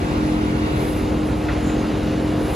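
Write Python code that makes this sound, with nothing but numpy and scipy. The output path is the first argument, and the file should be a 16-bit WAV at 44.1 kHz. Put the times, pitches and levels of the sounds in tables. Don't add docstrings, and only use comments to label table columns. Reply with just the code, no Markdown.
import sys
import numpy as np
from scipy import signal
from scipy.fft import rfft, irfft
from scipy.io import wavfile
from scipy.ndimage import uniform_filter1d

SR = 44100
rng = np.random.default_rng(int(sys.argv[2]) if len(sys.argv) > 2 else 0)


def transcribe(u):
    v = np.clip(np.atleast_2d(u).T, -1, 1)
    q = np.round(v * 32767).astype(np.int16)
    wavfile.write(sys.argv[1], SR, q)


N = 112454
T = np.arange(N) / SR
PUMP_HZ = 43.655


def amp(db):
    return 10 ** (np.asarray(db) / 20)


def unit(x):
    return x / np.sqrt(np.mean(x ** 2) + 1e-20)


def curve(points, at):
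    return np.interp(at, *np.transpose(points))


def read(points, hz):
    f, value = np.transpose(points)
    return np.interp(np.log(hz + 1), np.log(f + 1), value)


def drift(rate_hz):
    f = np.fft.rfftfreq(2 * N, 1 / SR)
    spectrum = rfft(rng.standard_normal(2 * N))
    return unit(irfft(spectrum * np.exp(-(f / rate_hz) ** 2))[:N])


def band(x, low_hz, high_hz):
    f = np.fft.rfftfreq(2 * N, 1 / SR)
    inside = (f >= low_hz) & (f < high_hz)
    return unit(irfft(rfft(x, 2 * N) * inside)[:N])


def grid(size):
    hop = size // 4
    t = np.arange(N // hop + 5)[:, None] * hop / SR
    return t, np.fft.rfftfreq(size, 1 / SR)


def speckle(t, hz):
    z = rng.standard_normal((len(t), len(hz), 2))
    return z[..., 0] + 1j * z[..., 1]


def patches(t, hz, length_s, width_hz):
    z = rng.standard_normal((len(t), len(hz)))
    z = uniform_filter1d(z, max(1, round(length_s / t[1, 0])), 0)
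    z = uniform_filter1d(z, max(1, round(width_hz / hz[1])), 1)
    return unit(z)


def sound_of(z):
    size = 2 * (z.shape[1] - 1)
    sound = signal.istft(z.T, nperseg=size, noverlap=size * 3 // 4)[1][:N]
    return sound * np.sqrt(1.5 * SR / size)


def pipe_ring():
    # multiple of the stroke rate, relative level in dB.
    pipe_response = [(1, -13), (2, -36), (3, -10.5), (4, -10), (5, -4.5), (6, -11.5), (7, 2), (8, -15.5),
                     (9, -11), (10, -19.5), (11, -19.5), (12, -13), (13, -42), (14, -25), (15, -24),
                     (16, -22), (18, -38.5)]
    spread_s_per_hz = .000028
    order, db = np.transpose(pipe_response)
    f = np.fft.rfftfreq(8192, 1 / SR)
    multiple = f / PUMP_HZ
    level = np.interp(multiple, order, db)
    level -= 4 * np.maximum(multiple - order[-1], 0)
    level -= 30 * np.maximum(1 - multiple, 0)
    return np.fft.fftshift(irfft(amp(level) * np.exp(-1j * np.pi * spread_s_per_hz * f ** 2)))


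def pump(turns):
    # time in seconds, level in dB before hum_gain_db.
    hum_level = [(.05, -26.5), (.2, -25), (.26, -22.5), (.42, -23.2), (.55, -26), (1.1, -25.5),
                 (1.21, -24.5), (1.3, -26), (1.55, -27), (1.72, -22.5), (1.84, -25.5), (1.95, -24.5),
                 (2.08, -27), (2.37, -23), (2.52, -30)]
    # time in seconds, level in dB before throb_gain_db.
    throb_level = [(.08, -30), (.18, -25), (.33, -24.5), (.43, -27), (.54, -24.5), (.75, -32), (.92, -31.5),
                   (1.05, -29), (1.25, -26), (1.5, -35), (1.65, -25.5), (1.75, -25), (1.87, -28),
                   (2.12, -28.5), (2.25, -25.5), (2.4, -29), (2.53, -35)]
    hum_gain_db, throb_gain_db = -0.16, -0.2
    overtones_db, overtones_waver_db = -33.5, 2.5
    hum_from_hz, hum_to_hz = 283, 327
    stroke_spread_db, stroke_jitter_s = 0.48, .00008

    at = np.flatnonzero(np.diff(np.floor(turns)))
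    jitter, spread = rng.standard_normal((2, len(at)))
    at = at + np.round(stroke_jitter_s * SR * jitter).astype(int)
    strokes = np.zeros(N)
    strokes[np.clip(at, 0, N - 1)] = amp(stroke_spread_db * spread)
    pulses = signal.oaconvolve(strokes, pipe_ring(), "same")

    throb = band(pulses, 0, hum_from_hz) * amp(throb_gain_db + curve(throb_level, T))
    hum = band(pulses, hum_from_hz, hum_to_hz) * amp(hum_gain_db + curve(hum_level, T))
    overtones = band(pulses, hum_to_hz, SR / 2) * amp(overtones_db + overtones_waver_db * drift(7.6))
    return (throb + hum + overtones) * amp([[.2], [-.2]])


def engine():
    # time in seconds, gain in dB on all orders.
    throb_gain = [(.05, -5), (.5, 0), (.75, .8), (.88, -1.5), (1.2, 1), (1.55, 2), (1.8, -5), (2.08, 1.2),
                  (2.3, -4.5), (2.5, 3)]
    # multiple of the cycle rate, level in dB before the gain above.
    orders = [(3, -41.5), (4, -31.5), (5, -36)]
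    cycle_hz, wander = 14.97, 0.0012
    first_beat_s = 0.0459
    turns = np.cumsum(cycle_hz * (1 + wander * drift(2.4))) / SR - cycle_hz * first_beat_s
    tones = sum(amp(db) * np.sqrt(2) * np.cos(2 * np.pi * k * turns) for k, db in orders)
    return amp(curve(throb_gain, T)) * tones * amp([[.2], [-.2]])


def whines():
    # pitch in Hz, level in dB.
    whine_tones = [(98.6, -35.5), (145.7, -43.5), (703, -48.5), (864, -52.5), (1119, -53), (1279, -55),
                   (1438, -55.5), (2175, -71), (2799, -55), (2845, -58)]
    waver_depth, waver_hz = 0.61, 5.1
    right_lead_rad = 0.027
    out = np.zeros((2, N))
    for hz, db in whine_tones:
        waver = 1 + waver_depth * (drift(waver_hz) + 1j * drift(waver_hz))
        tone = waver * np.exp(2j * np.pi * (hz * T + rng.random()))
        right = tone * np.exp(1j * right_lead_rad)
        out += amp(db) * np.array([unit(tone.real), unit(right.real)])
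    return out


def thumps():
    # start in seconds, pitch in Hz, peak of the envelope in dB.
    bumps = [(0.106, 116, -22.5), (0.257, 123, -19), (0.725, 133, -16), (1.315, 108, -18),
             (1.934, 116, -22.5)]
    rise_s = 0.01
    out = np.zeros(N)
    for s, hz, db in bumps:
        age = np.maximum(T - s, 0)
        u = age / rise_s
        envelope = (u * np.exp(1 - u)) ** 2
        out += amp(db) * envelope * np.sin(2 * np.pi * hz * age)
    return out


def squeaks():
    # start in seconds, length in seconds, starting pitch in Hz, rms level in dB,
    # pitch flutter as a share.
    chirps = [(.074, 0.036, 7410, -53, .002), (.259, .018, 9800, -53, .002),
              (1.642, .08, 7250, -54, 0.0144), (1.655, 0.046, 6520, -51, 0.01),
              (1.7, .08, 6490, -58, 0.0051), (1.77, 0.052, 6530, -50.5, .002)]
    sag_hz_per_s, edge_s = 400, .008
    out = np.zeros(N)
    for s, length, top_hz, db, rough in chirps:
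        age = T - s
        hz = (top_hz - sag_hz_per_s * age) * (1 + rough * drift(164))
        shape = np.clip(np.minimum(age, length - age) / edge_s, 0, 1)
        out += amp(db) * shape * np.sqrt(2) * np.sin(2 * np.pi * np.cumsum(hz) / SR)
    return out


def scrapes():
    # start in seconds, length in seconds, rms level at the top in dB.
    strokes = [(1.483, 0.026, -29), (1.501, 0.042, -35), (1.692, 0.022, -36)]
    # centre in Hz, width in Hz, relative level in dB.
    modes = [(1430, 220, -7), (1880, 190, -5), (2200, 350, -17), (2580, 220, -11), (3490, 700, -30)]
    f = np.fft.rfftfreq(N, 1 / SR)
    body = sum(amp(db) / (1 + (2 * (f - hz) / width) ** 2) for hz, width, db in modes)
    grit = unit(irfft(rfft(rng.standard_normal(N)) * body, N))
    envelope = np.zeros(N)
    for s, length, db in strokes:
        progress = np.clip((T - s) / length, 0, 1)
        envelope += amp(db) * np.sin(np.pi * progress ** 0.71)
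    return grit * envelope


def roar(turns):
    # frequency in Hz, level in dB per Hz before roar_db.
    common_far = [(10, -34), (30, -29), (55, -2), (90, 2.5), (135, 3.5), (165, 1), (260, -0.5), (340, -3),
                  (490, -4), (580, -8.5), (780, -12), (900, -10.5), (1250, -18.5), (1650, -22), (2100, -17),
                  (2450, -20.5), (2800, -21), (3100, -27.5), (3700, -24), (5000, -31), (7000, -36.5),
                  (8500, -73), (16000, -74)]
    common_near = [(10, -34), (30, -12), (55, 2), (90, 3.5), (135, 0.5), (165, 1), (260, 3), (340, -3.5),
                   (490, -1.5), (580, -6.5), (780, -9.5), (900, -12.5), (1250, -15), (1650, -17.5),
                   (2100, -19.5), (2450, -20), (2800, -20.5), (3100, -23), (3700, -24), (5000, -30),
                   (7000, -35), (8500, -65), (16000, -67)]
    # frequency in Hz, level in dB per Hz before roar_db.
    wide_far = [(10, -57), (60, -16), (150, -13), (300, -6.5), (600, -9), (1000, -12), (1400, -12.5),
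                (1800, -16.5), (2300, -23), (2800, -19.5), (3500, -25.5), (5300, -32), (7000, -37),
                (16000, -70)]
    wide_near = [(10, -50), (60, -29), (150, -14), (300, -10), (600, -12), (1000, -15), (1400, -23),
                 (1800, -39.5), (2300, -76), (2800, -69), (4200, -54), (5300, -34.5), (7000, -57),
                 (16000, -73)]
    # frequency in Hz, share from -1 to 1.
    left_louder = [(380, -0.017), (540, 0.19), (610, 0.031), (1500, -0.065), (1900, 0.27), (2500, -0.025),
                   (3500, -0.29), (5400, -.26), (7000, -0.24)]
    # frequency in Hz, share from -1 to 1.
    left_earlier = [(150, 0.2), (400, 0.74), (520, .35), (610, -.45), (880, -.7), (1300, -.48), (1650, 0.5),
                    (1950, 0.7), (2800, -.25), (5200, -0.6), (7000, -.2)]
    # time in seconds, closeness to the case from 0 to 1.
    closeness = [(0, 0.1), (.7, 0), (1.15, 0.56), (2.55, 0.96)]
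    roar_db, patch_db, swell_db, flicker_db = -52, 1.2, 0.62, 0.66
    patchy_above_hz = 500
    chop_depth, chop_above_hz = 0.018, 1300

    t, hz = grid(size=2048)
    close = curve(closeness, t)
    uneven = patch_db * patches(t, hz, .06, 260)
    uneven = uneven + swell_db * np.interp(t, T, drift(5.1))
    uneven = uneven + flicker_db * patches(t, hz, .035, 3500)
    life = roar_db + uneven * hz ** 2 / (hz ** 2 + patchy_above_hz ** 2)

    common = speckle(t, hz)
    lean = read(left_louder, hz) + 1j * read(left_earlier, hz)
    wide = lean * common + np.sqrt(np.clip(1 - abs(lean) ** 2, 0, 1)) * speckle(t, hz)

    mid_level = (1 - close) * read(common_far, hz) + close * read(common_near, hz)
    side_level = (1 - close) * read(wide_far, hz) + close * read(wide_near, hz)
    mid = sound_of(common * amp(life + mid_level))
    side = sound_of(wide * amp(life + side_level))
    air = np.array([mid + side, mid - side])
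    high_pass = signal.butter(1, chop_above_hz, "high", fs=SR, output="sos")
    upper = signal.sosfilt(high_pass, air)
    return air + chop_depth * np.cos(2 * np.pi * turns) * upper


def hiss():
    # frequency in Hz, level in dB per Hz before hiss_db.
    hiss_spectrum = [(20, -50), (4500, -39), (6500, -6), (7800, 3.5), (8800, -0.5), (10000, -3),
                     (12000, -6.5), (13500, -11.5), (15500, -20), (17000, -22)]
    # centre in seconds, half length in seconds, rise in dB, centre in Hz, half width in Hz.
    hiss_swells = [(.28, 0.044, 5, 10100, 1500), (0.82, 0.078, 9, 13000, 4770),
                   (0.947, 0.088, 10.5, 13200, 4770), (1.28, .025, 6, 10200, 2500),
                   (1.683, 0.083, 12.5, 6900, 900), (1.663, 0.052, 4, 10700, 2000),
                   (2.284, 0.026, 2, 10600, 3000), (2.54, 0.11, 11.5, 12200, 4800)]
    hiss_db, flicker_db = -86, 1.5
    in_phase_hz, port_delay_s = 10940, 0.0002
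    t, hz = grid(size=512)
    level = hiss_db + read(hiss_spectrum, hz) + flicker_db * patches(t, hz, 0.018, 1400)
    for s, length, db, centre_hz, width_hz in hiss_swells:
        level = level + db * np.exp(-((t - s) / length) ** 2 - ((hz - centre_hz) / width_hz) ** 2)
    left = speckle(t, hz) * amp(level)
    right = left * np.exp(-2j * np.pi * (hz - in_phase_hz) * port_delay_s)
    return np.array([sound_of(left), sound_of(right)])


def scene():
    wander = .001
    turns = np.cumsum(PUMP_HZ * (1 + wander * drift(2.18))) / SR + 0.1999
    truck = pump(turns) + engine() + whines()
    small_sounds = thumps() + squeaks() + scrapes()
    return truck + small_sounds + roar(turns) + hiss()


def record(dry):
    edge_hz = 15800
    low_pass = signal.firwin(511, edge_hz, window=("kaiser", 9), fs=SR)
    return signal.oaconvolve(dry, low_pass[None], "same")


dry = scene()
out = record(dry)
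transcribe(out)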